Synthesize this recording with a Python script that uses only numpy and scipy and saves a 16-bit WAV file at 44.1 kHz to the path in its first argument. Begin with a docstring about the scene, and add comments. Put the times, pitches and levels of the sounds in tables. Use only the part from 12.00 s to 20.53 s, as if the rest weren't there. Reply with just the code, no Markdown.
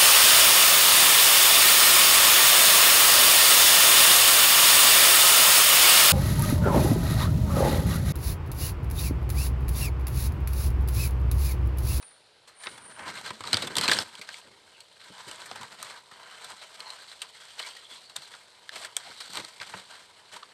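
"""A hand moves a large dry leaf through ferns outdoors, close to the microphone, over quiet air.
In the first second the rubbing starts, a stream of tiny cracks, and three thin calls sound, probably
from small birds. From about 1.4 to 2 s the hand grips and crumples the leaf: veins snap, folds crunch.
One faint, lower call follows near 2.7 s. Until the end at 8.5 s the leaf is pushed on in gentler
strokes: it rustles, scrapes over stems, snaps now and then and bumps softly against the plants."""
import sys
import numpy as np
from scipy import signal
from scipy.fft import rfft, irfft
from scipy.io import wavfile

SR = 44100
rng = np.random.default_rng(int(sys.argv[2]) if len(sys.argv) > 2 else 0)


def store_pcm(level_fs):
    """Save levels as 16-bit WAV."""
    pcm = np.round(np.clip(level_fs, -1, 1) * 32767).astype(np.int16)
    wavfile.write(sys.argv[1], SR, np.atleast_2d(pcm).T)


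N = 376173
TIME = np.arange(N) / SR

# The leaf has three ranges: flex (low, its bending blade), crackle (middle, its edges), fizz (high).
FLEX_FROM_HZ, CRACKLE_FROM_HZ, FIZZ_FROM_HZ, FIZZ_TO_HZ = 400, 2200, 5930, 17200
# Levels in the tables are relative: the functions shift them up or down.
# Light, steady touch of the leaf on the ferns: time_s, crackle_db, flex_db
LIGHT_TOUCH = [(0, -63, -60.5), (0.4, -82, -66), (0.75, -63, -54.5), (1.38, -53, -54), (1.85, -57, -49),
               (2.1, -52, -54.5), (2.55, -61, -61), (2.94, -61, -64), (3.4, -49.5, -51.5),
               (4.07, -59.5, -61), (4.4, -54, -57.5), (4.97, -51, -51.5), (5.3, -55, -62.5),
               (5.7, -53.5, -56), (6.6, -60, -62), (7.35, -50, -55), (8.2, -59, -59), (8.53, -57.5, -56)]
# The hand pushes the leaf along: start_s, length_s, crackle_db, flex_above_crackle_db
HAND_PUSHES = [(0.581, 0.18, -52, -1), (0.878, 0.038, -54.5, 1), (0.968, 0.11, -53.5, 10),
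               (1.05, 0.058, -44.5, 3.5), (1.124, 0.066, -43.5, 0.5), (1.223, 0.082, -45, 1.5),
               (1.439, 0.11, -40.5, -2.5), (1.525, 0.13, -41.5, -2), (1.691, 0.028, -45, 2),
               (1.756, 0.024, -35, -1.5), (1.811, .035, -33.5, -6), (1.87, 0.068, -31, -7.5),
               (1.94, 0.07, -34, -5), (2.125, 0.05, -54, -2.5), (2.263, 0.13, -48.5, -6),
               (2.99, 0.097, -54, -3.5), (3.156, 0.19, -51.5, -3.5), (3.375, .11, -54.5, 0),
               (3.526, 0.14, -52, 4), (3.704, 0.031, -50, 2.5), (3.77, 0.15, -47, 0.5),
               (3.92, 0.065, -54.5, 1), (4.123, 0.27, -57.5, 6), (4.395, 0.095, -48.5, 0),
               (4.481, 0.041, -47.5, -0.5), (4.599, 0.045, -53, 2), (4.767, 0.13, -51.5, 3.5),
               (5.053, 0.11, -53, -4), (5.317, 0.27, -57, -2.5), (5.565, .14, -45, -4),
               (5.886, 0.071, -46.5, -6.5), (6.158, 0.12, -51, -9), (6.295, 0.066, -51, -3),
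               (6.707, 0.14, -44, -2), (6.965, 0.16, -50.5, 0), (7.155, 0.17, -48, -7),
               (7.333, 0.067, -42, -1), (7.417, 0.059, -64, 4), (7.603, 0.015, -45, 3),
               (7.648, 0.15, -47.5, 0.5), (7.872, 0.16, -53, -0.5), (8.315, 0.046, -45.5, 0.5)]
# Veins snap: start_s, level_db, pitch_hz, flex_db, fizz_db, decay_s
VEIN_SNAPS = [(0.669, -15.5, 3700, -3.5, -29, 0.0015), (1.212, -29, 920, -10, -9, 0.0027),
              (1.406, -24, 1130, -9, -14, .0037), (1.437, -23.5, 1140, -12, -19, 0.0055),
              (1.473, -20, 3900, -9, -13, 0.0024), (1.481, -27, 1230, -16, -14, .0019),
              (1.53, -4, 3990, -10, -14, 0.0028), (1.542, -4.5, 4500, -22, -22, 0.0015),
              (1.569, -11.5, 3840, -8.5, -12.5, 0.0037), (1.754, -14, 3470, -10, -12, .0015),
              (1.767, -9.5, 3570, -6.5, -4, 0.0032), (1.811, -10.5, 4000, -7, -8, 0.0018),
              (1.856, -14.5, 3900, -7, -23, .0015), (1.879, -5.5, 2500, -9.5, -15, 0.0013),
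              (1.884, -7.5, 4050, -8, -17, 0.003), (1.895, -9, 1500, -17, -31, 0.0026),
              (1.914, -8, 1830, -24, -23, 0.0025), (1.932, -12.5, 4300, -27, -15, 0.0039),
              (1.987, -5, 5300, -11, -19, 0.00096), (2.152, -27, 3300, -16, -10, .0018),
              (2.213, -27.5, 2200, -13, -16, 0.01), (2.289, -21, 1570, -8.5, -22, 0.002),
              (2.342, -24.5, 2190, -32, -36, 0.0014), (2.804, -33.5, 4130, -27, -9.5, 0.0048),
              (3.312, -25, 3070, -6, -7, 0.0034), (3.513, -20.5, 920, -11, -21, 0.0022),
              (3.631, -26, 940, -16, -15, 0.004), (3.827, -20.5, 1170, -21, -3.5, 0.0019),
              (4.803, -23, 4040, -13, -16, 0.003), (4.902, -25.5, 4000, -22, -17, .004),
              (5.217, -20.5, 3060, -11, -8, 0.0071), (5.592, -20, 3020, -19, -17, 0.0026),
              (5.627, -24, 3930, -27, -30, .0021), (6.163, -17, 3650, -14.5, -5, .0026),
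              (6.692, -19.5, 1790, -35, -22, 0.0014), (6.847, -24, 1490, -9, -9.5, 0.0074),
              (6.966, -9, 3240, -11, 0.5, .0019), (7.333, -25, 4100, -6, -7, 0.0028),
              (7.354, -20.5, 4020, -5, -9, 0.0024), (7.371, -17, 3700, -6, -10, 0.0022),
              (7.448, -23.5, 4300, -23, -16.5, .0015), (7.6, -25, 2340, -20, -39, 0.002),
              (7.616, -19.5, 1420, -21, -22, 0.00074)]
# Folds give way in a run of cracks: start_s, level_db, pitch_hz, flex_db, fizz_db, decay_s
FOLD_CRUNCHES = [(0.024, -31, 2540, -9, -17, 0.0029), (0.472, -35.5, 4150, -8, -11, 0.019),
                 (0.633, -25.5, 1700, -13, -15, 0.006), (0.657, -23, 3520, 1, -25, 0.0039),
                 (0.775, -30, 3420, -5, -10, 0.0055), (0.99, -24.5, 1510, -5, -24, 0.0037),
                 (1.074, -25, 940, -17, -25, 0.015), (1.259, -20.5, 1600, -19, -17, 0.0036),
                 (1.303, -16.5, 1000, -7.5, -19.5, 0.0025), (1.619, -13.5, 3860, -10, -13, 0.0049),
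                 (1.669, -16, 3470, -7, -10.5, 0.0041), (1.782, -3.5, 3180, -17, -8.5, 0.0014),
                 (1.83, -10.5, 4080, -10, -17, 0.015), (1.913, 0.5, 1620, -13, -19, 0.0029),
                 (1.966, -15.5, 1570, -14, -11, 0.002), (3.275, -28.5, 3080, -6, -8, 0.017),
                 (3.455, -28, 1770, -5, -6, 0.0073), (3.556, -23.5, 920, -7, -13, 0.0028),
                 (3.609, -26, 1090, -9, -15, 0.0052), (4.111, -30.5, 1210, -7, -16, .0043),
                 (4.442, -25.5, 3460, -10, -5, .0028), (5.595, -16.5, 3020, -9, -18, 0.0027),
                 (5.66, -29, 2130, -10, -12, .008), (5.764, -28.5, 1930, -23, -17, .0034),
                 (6.095, -31, 3870, -12, -14, 0.0032), (6.158, -22, 3620, -4, -7, 0.0027),
                 (6.217, -29, 4440, -14.5, -18, .0035), (6.335, -28.5, 1440, -17, -27, 0.004),
                 (6.755, -21, 2180, -9, -15, 0.0045), (7.202, -20.5, 4020, -14, -16, 0.0043),
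                 (7.367, -18, 3900, -7, -25, 0.0043), (7.735, -18, 1140, 6, -32, 0.0029),
                 (8.361, -24.5, 960, -12, -17, 0.0047), (8.428, -24.5, 1200, -17, -35, 0.002)]
# An edge drags over a stem: middle_s, half_length_s, pitch_hz, level_db
STEM_SCRAPES = [(1.066, 0.03, 970, -45.5), (3.202, 0.041, 930, -49.5), (4.197, 0.094, 980, -55.5),
                (4.514, 0.02, 950, -46.5), (4.873, 0.039, 920, -47.5), (4.89, 0.033, 4180, -46),
                (5.357, 0.0062, 2090, -51), (5.42, 0.091, 3360, -61), (5.653, 0.017, 2210, -43),
                (5.858, 0.012, 3350, -50), (5.925, 0.027, 3370, -49), (6.073, 0.028, 4420, -56),
                (7.072, 0.0095, 730, -46.5), (7.21, 0.028, 3900, -48), (7.31, 0.027, 4040, -56),
                (7.938, 0.092, 3220, -61), (8.436, 0.0059, 1110, -43.5)]
# Tone colour of the leaf's cracks as heard through the microphone, whose resonances add peaks
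# near 4.3 and 8.4 kHz: frequency_hz, level_db
CRACK_COLOUR_AT_MIC = [(300, -4), (520, -2.5), (720, -1), (980, 1), (1250, 2.5), (1600, 0.5), (2550, -0.5),
                       (3300, 9), (4350, 5.5), (5400, -5), (6600, -8.5), (8400, -1.5), (10300, -17.5),
                       (13000, -16)]
# Pitches at which the curled leaf rings: pitch_hz, width_hz, level_db
LEAF_RINGS = [(642, 42, -7.5), (950, 83, -1.5), (1550, 210, -6), (2160, 140, -8.5), (3020, 160, -4.5),
              (3390, 91, -23), (4020, 260, -6.5), (4480, 180, -11), (8000, 100, -35)]
# The limp blade bumps into plants: start_s, level_db, pitch_hz, decay_s
BLADE_BUMPS = [(0.665, -40.5, 374, 0.016), (1.091, -38, 168, 0.013), (1.302, -32.5, 220, 0.014),
               (1.404, -32, 105, 0.0079), (1.533, -21, 95, 0.014), (1.636, -26, 328, 0.02),
               (1.789, -28, 160, 0.018), (1.882, -21, 380, 0.022), (2.188, -39.5, 424, 0.015),
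               (2.441, -47, 386, 0.13), (3.098, -39, 186, 0.017), (3.269, -38.5, 303, 0.028),
               (3.516, -41, 225, .012), (3.6, -41, 140, 0.027), (4.12, -48, 254, 0.0086),
               (4.514, -47, 178, 0.019), (4.81, -55, 436, 0.017), (5.912, -51, 254, .016),
               (6.171, -45, 138, .022), (6.743, -47, 199, 0.02), (7.095, -42.5, 427, 0.015),
               (7.294, -44, 189, 0.023), (7.377, -32, 327, 0.024), (7.601, -47, 97, .02),
               (7.74, -36, 191, 0.016)]
# The nearer the blade, the more air it pushes at the microphone: time_s, flutter_above_flex_db
BLADE_NEARNESS = [(0, -18), (0.62, -24), (0.7, -4.5), (1.2, -12), (1.7, -1), (2.0, -3), (2.2, -17),
                  (3.0, -18), (3.55, -11), (3.95, -18), (5.0, -23.5), (5.65, -27), (6.8, -17), (7.6, -15.5),
                  (8.0, -18), (8.53, -15)]
# Tone colour of the swaying blade: frequency_hz, level_db
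BLADE_COLOUR = [(18, -77), (30, -15), (48, -20), (92, 0), (171, 0.5), (204, 3), (243, -0.5), (325, -0.5),
                (600, -2), (780, -36), (1320, -120)]
# Thin calls: start_s, peak_s, fade_s, level_db, pitch_hz, glide_hz_per_s
BIRD_CALLS = [(-0.03, 0.056, 0.068, -51.5, 9450, -200), (0.538, 0.63, 0.16, -51.5, 9130, 1608),
              (0.805, 0.857, 0.13, -49.5, 9270, -200), (2.72, 2.765, 0.025, -59, 2910, -4500)]
# Tone colour of the still air: frequency_hz, level_db
AIR_COLOUR = [(18, -34), (30, -21), (43, -7), (110, 2.5), (295, -2.5), (443, 7), (950, 2.5), (1050, -38),
              (1580, -11), (2490, -1.5), (4250, 5), (6070, -10), (9340, -8.5), (10100, -9.5), (13000, -30)]


def rubbing(crackle_db, flex_db):
    """The leaf sticks and slips over the ferns, shedding clumps of fine cracks and a few coarse ones."""
    clumps_db = 2.0 * drift(49)
    fine = tiny_cracks(per_s=8000, spread_db=-0.5, width_at_1khz_hz=254, ring_db=1)
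    coarse = tiny_cracks(per_s=150, spread_db=1, width_at_1khz_hz=220, ring_db=4)
    ranges = crack_ranges(curled_leaf(fine + from_db(-10) * coarse))
    levels_db = flex_db - 0.63, crackle_db - 0.96, crackle_db - 7.5
    out = np.zeros(N)
    for sound, level_db in zip(ranges, levels_db):
        flicker_db = clumps_db + 0.6 * drift(103)
        out += from_db(level_db) * rms_one(sound * from_db(flicker_db))
    return out


def tiny_cracks(per_s, spread_db, width_at_1khz_hz, ring_db, patches=24):
    """Each tiny crack comes at random: a click and a short ring of its own patch of leaf."""
    sizes = from_db(spread_db * np.minimum(rng.exponential(1, N), 4)) * rng.choice([-1, 1], N)
    clicks = sizes * (rng.random(N) < per_s / SR)
    patch = rng.integers(0, patches, N)
    pitches = np.geomspace(450, 12500, patches)
    widths = width_at_1khz_hz * pitches / 1000   # higher patches die away sooner
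    rings = sum(resonate(clicks * (patch == k), pitches[k], widths[k]) * (-1) ** k
                for k in range(patches))
    return rms_one(clicks) + from_db(ring_db) * rms_one(rings)


def hand_pushes(attack_s=0.01, release_s=0.025):
    """Crackle and flex levels in dB: each push swells, holds and dies away on top of the light touch."""
    crackle_power, flex_power = [from_db(db) ** 2 for db in curves(LIGHT_TOUCH)]
    for start_s, length_s, crackle_db, flex_above_db in HAND_PUSHES:
        span = slice(int(start_s * SR), int(start_s * SR) + SR)
        t = TIME[span] - start_s
        swell = np.minimum(t / (attack_s + 0.14 * length_s), 1)   # a longer push swells for longer
        fade = np.exp(-np.maximum(t - length_s, 0) / release_s)
        push = from_db(crackle_db) * swell * fade
        crackle_power[span] += push ** 2
        flex_power[span] += (from_db(flex_above_db) * push) ** 2
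    return 10 * np.log10(crackle_power), 10 * np.log10(flex_power)


def curled_leaf(sound, bends_per_s=6):
    """Each ringing pitch comes and goes as the leaf bends and the point of contact moves."""
    rings = np.zeros(N)
    for pitch_hz, width_hz, level_db in LEAF_RINGS:
        bend_db = 9.5 * np.clip(drift(bends_per_s), -2, 1)
        rings += from_db(level_db + bend_db) * resonate(sound, pitch_hz, width_hz)
    return sound + rings


def crack_ranges(cracks):
    """The leaf's cracks as heard through the microphone, split into flex, crackle and fizz."""
    sound = coloured(cracks, CRACK_COLOUR_AT_MIC)
    return (band(sound, FLEX_FROM_HZ, CRACKLE_FROM_HZ, order=3),
            band(sound, CRACKLE_FROM_HZ, FIZZ_FROM_HZ, order=4),
            band(sound, FIZZ_FROM_HZ, FIZZ_TO_HZ, order=4))


def big_cracks(rows, rise_s, gain_db, flex_gain_db, fizz_gain_db, ring_db, ring_width_hz, flex_slower):
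    """A crack runs in a burst of slips; the patch beside it rings and the blade shakes a bit longer."""
    size = 4096
    out, t = np.zeros(N + size), np.arange(size) / SR
    decays_s = np.array(rows)[:, -1:]
    rise = (1 - np.exp(-t / rise_s)) ** 2
    sharp = rise * np.exp(-t / decays_s)
    slow = rise * np.exp(-t / (decays_s * flex_slower))
    slips = rng.choice([-1., 1.], sharp.shape)
    flexes = crack_ranges((slips * slow).ravel())[0].reshape(slips.shape)
    _, crackles, fizzes = [x.reshape(slips.shape) for x in crack_ranges((slips * sharp).ravel())]
    for k, (start_s, level_db, pitch_hz, flex_db, fizz_db, _) in enumerate(rows):
        ring = resonate(slips[k] * sharp[k], pitch_hz, ring_width_hz)
        ring = resonate(ring, pitch_hz, pitch_hz / 2)
        burst = (rms_one(crackles[k])
                 + from_db(flex_db + flex_gain_db) * rms_one(flexes[k])
                 + from_db(fizz_db + fizz_gain_db) * rms_one(fizzes[k])
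                 + from_db(ring_db) * rms_one(ring))
        first = int(start_s * SR)
        out[first:first + size] += from_db(level_db + gain_db) * rms_one(burst) / rms_one(sharp[k]).max()
    return out[:N]


def small_snaps(crackle_db, per_s=3, low_hz=1110, high_hz=4500, flex_db=-9, fizz_db=-16, decay_s=0.0029):
    """Small veins snap by chance, louder when the rubbing is louder. Gives rows like VEIN_SNAPS."""
    when, pitch, strength = rng.random((int(per_s * N / SR), 3)).T
    at = (when * (N - 1)).astype(int)
    levels_db = crackle_db[at] + 12 + 3 * strength
    pitches_hz = low_hz * (high_hz / low_hz) ** pitch
    return [(s, db, hz, flex_db, fizz_db, decay_s) for s, db, hz in zip(TIME[at], levels_db, pitches_hz)]


def scraping(gain_db, width_hz, slips_per_s):
    """An edge drags over a stem: quick slips set one patch of leaf rasping, swelling and fading."""
    slips = rng.standard_normal(N) * (rng.random(N) < slips_per_s / SR)
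    out = np.zeros(N)
    for middle_s, half_length_s, pitch_hz, level_db in STEM_SCRAPES:
        near = np.abs(TIME - middle_s) < 3 * half_length_s
        rasp = resonate(resonate(slips[near], pitch_hz, width_hz), pitch_hz, width_hz)
        swell = np.exp(-((TIME[near] - middle_s) / half_length_s) ** 2 / 2)
        out[near] += from_db(level_db + gain_db) * rms_one(rasp) * swell
    return out


def swaying_blade(flex_db, flutter_gain_db, bump_gain_db, ring_db, ring_width_hz, size=16384):
    """The broad blade flutters dully; where it meets a stem it thuds and rings briefly."""
    out, t = np.zeros(N + size), np.arange(size) / SR
    flutter = rms_one(coloured(rng.standard_normal(N), BLADE_COLOUR))
    out[:N] = from_db(flex_db + curves(BLADE_NEARNESS)[0] + flutter_gain_db) * flutter
    for start_s, level_db, pitch_hz, decay_s in BLADE_BUMPS:
        thud = coloured(rng.standard_normal(size) * np.exp(-t / decay_s), BLADE_COLOUR)
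        ring = resonate(thud, pitch_hz, ring_width_hz)
        bump = rms_one(thud) + from_db(ring_db) * rms_one(ring)
        first = int(start_s * SR)
        out[first:first + size] += from_db(level_db + bump_gain_db) * bump / np.abs(bump).max()
    return out[:N]


def plant_echoes(sound, fade_60db_s, size=8192):
    """Nearby plants and the ground scatter the sound into a short, dull tail."""
    t = np.arange(size) / SR
    fade = from_db(-60 * t / fade_60db_s) * (t > 0.003)
    echoes = band(rng.standard_normal(size), 280, 9900, order=1) * fade
    return signal.oaconvolve(sound, echoes / np.sqrt(np.sum(echoes ** 2)))[:N]


def bird_calls(waver_hz, rasp_db, glide_s=0.2):
    """Each call is a hissy whistle that swells, glides and fades, with a rasp just below its start."""
    out = np.zeros(N)
    smoothing = signal.butter(4, waver_hz, fs=SR, output="sos")
    for start_s, peak_s, fade_s, level_db, pitch_hz, glide_hz_per_s in BIRD_CALLS:
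        swell = np.clip((TIME - start_s) / (peak_s - start_s), 0, 1)
        fade = np.exp(-np.maximum(TIME - peak_s, 0) / fade_s)
        gliding_hz = pitch_hz + glide_hz_per_s * np.clip(TIME - start_s, 0, glide_s)
        phase = 2 * np.pi * np.cumsum(gliding_hz) / SR
        waver = signal.sosfilt(smoothing, rng.standard_normal((2, N)))
        whistle = rms_one(waver[0] * np.cos(phase) + waver[1] * np.sin(phase))
        rasp = rms_one(band(rng.standard_normal(N), 0.91 * pitch_hz, pitch_hz, order=3))
        out += from_db(level_db) * swell * fade * (whistle + from_db(rasp_db) * rasp)
    return out


def still_air(level_db):
    """The quiet outdoor air is a faint, steady hush."""
    return from_db(level_db) * rms_one(coloured(rng.standard_normal(N), AIR_COLOUR))


def from_db(db):
    """Turn decibels into a number to multiply by."""
    return 10 ** (np.asarray(db) / 20)


def rms_one(x):
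    """Scale a signal so that its average strength (root mean square) is 1."""
    return x / np.sqrt(np.mean(x ** 2) + 1e-20)


def curves(rows):
    """Join a table's points in time with straight lines, one curve for each level column."""
    times_s, *columns = np.transpose(rows)
    return [np.interp(TIME, times_s, column) for column in columns]


def band(x, low_hz, high_hz, order):
    """Keep the sound between two frequencies; a higher order cuts more steeply."""
    return signal.sosfilt(signal.butter(order, [low_hz, high_hz], "band", fs=SR, output="sos"), x)


def resonate(x, pitch_hz, width_hz):
    """Make a sound ring at one pitch; a smaller width rings for longer."""
    r = np.exp(-np.pi * width_hz / SR)
    feedback = [1, -2 * r * np.cos(2 * np.pi * pitch_hz / SR), r * r]
    return signal.lfilter(np.array([1, 0, -1]) * (1 - r * r) / 2, feedback, x + 1e-18)


def coloured(x, colour, size=4096):
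    """Give a sound the tone colour in a table."""
    hz, db = np.transpose(colour)
    grid_hz = np.arange(size // 2 + 1) * SR / size + 1
    log_gain = np.log(from_db(np.interp(np.log(grid_hz), np.log(hz), db)))
    # Keep one half, doubled, so that the filter rings only after a click (minimum phase).
    cepstrum = irfft(log_gain)[:size // 2]
    cepstrum[1:] *= 2
    click_response = irfft(np.exp(rfft(cepstrum, size)))
    return signal.oaconvolve(x, click_response)[:len(x)]


def drift(rate_hz, step=20, warm_up=2000):
    """A smooth random wobble, about 1 in size."""
    r = np.exp(-2 * np.pi * rate_hz * step / SR)
    noise = rng.standard_normal(N // step + warm_up + 2)
    slow = signal.lfilter([1], [1, -2 * r, r * r], noise)[warm_up:]
    return np.interp(np.arange(N) / step, np.arange(len(slow)), rms_one(slow))


def scene():
    """Add up the leaf, its echoes, its swaying blade, the birds and the air."""
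    crackle_db, flex_db = hand_pushes()
    leaf = rubbing(crackle_db, flex_db)
    leaf += scraping(gain_db=-1.5, width_hz=290, slips_per_s=900)
    snaps = VEIN_SNAPS + small_snaps(crackle_db)
    leaf += big_cracks(snaps, rise_s=0.00024, gain_db=-8, flex_gain_db=8.5, fizz_gain_db=9.5,
                       ring_db=2, ring_width_hz=280, flex_slower=4.6)
    leaf += big_cracks(FOLD_CRUNCHES, rise_s=0.0033, gain_db=-13.5, flex_gain_db=10, fizz_gain_db=10,
                       ring_db=-0.5, ring_width_hz=76, flex_slower=2)
    air = still_air(level_db=-61.5)
    blade = swaying_blade(flex_db, flutter_gain_db=-1, bump_gain_db=-5, ring_db=-6.5, ring_width_hz=14)
    birds = bird_calls(waver_hz=260, rasp_db=-5.5)
    echoes = from_db(-17.5) * plant_echoes(leaf, fade_60db_s=0.086)
    return (leaf + echoes + blade + birds + air)[None]


def record(dry):
    """Cut the treble steeply above 13050 Hz."""
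    return signal.sosfilt(signal.ellip(12, 0.2, 80, 13050, fs=SR, output="sos"), dry)


dry = scene()
out = record(dry)
store_pcm(out)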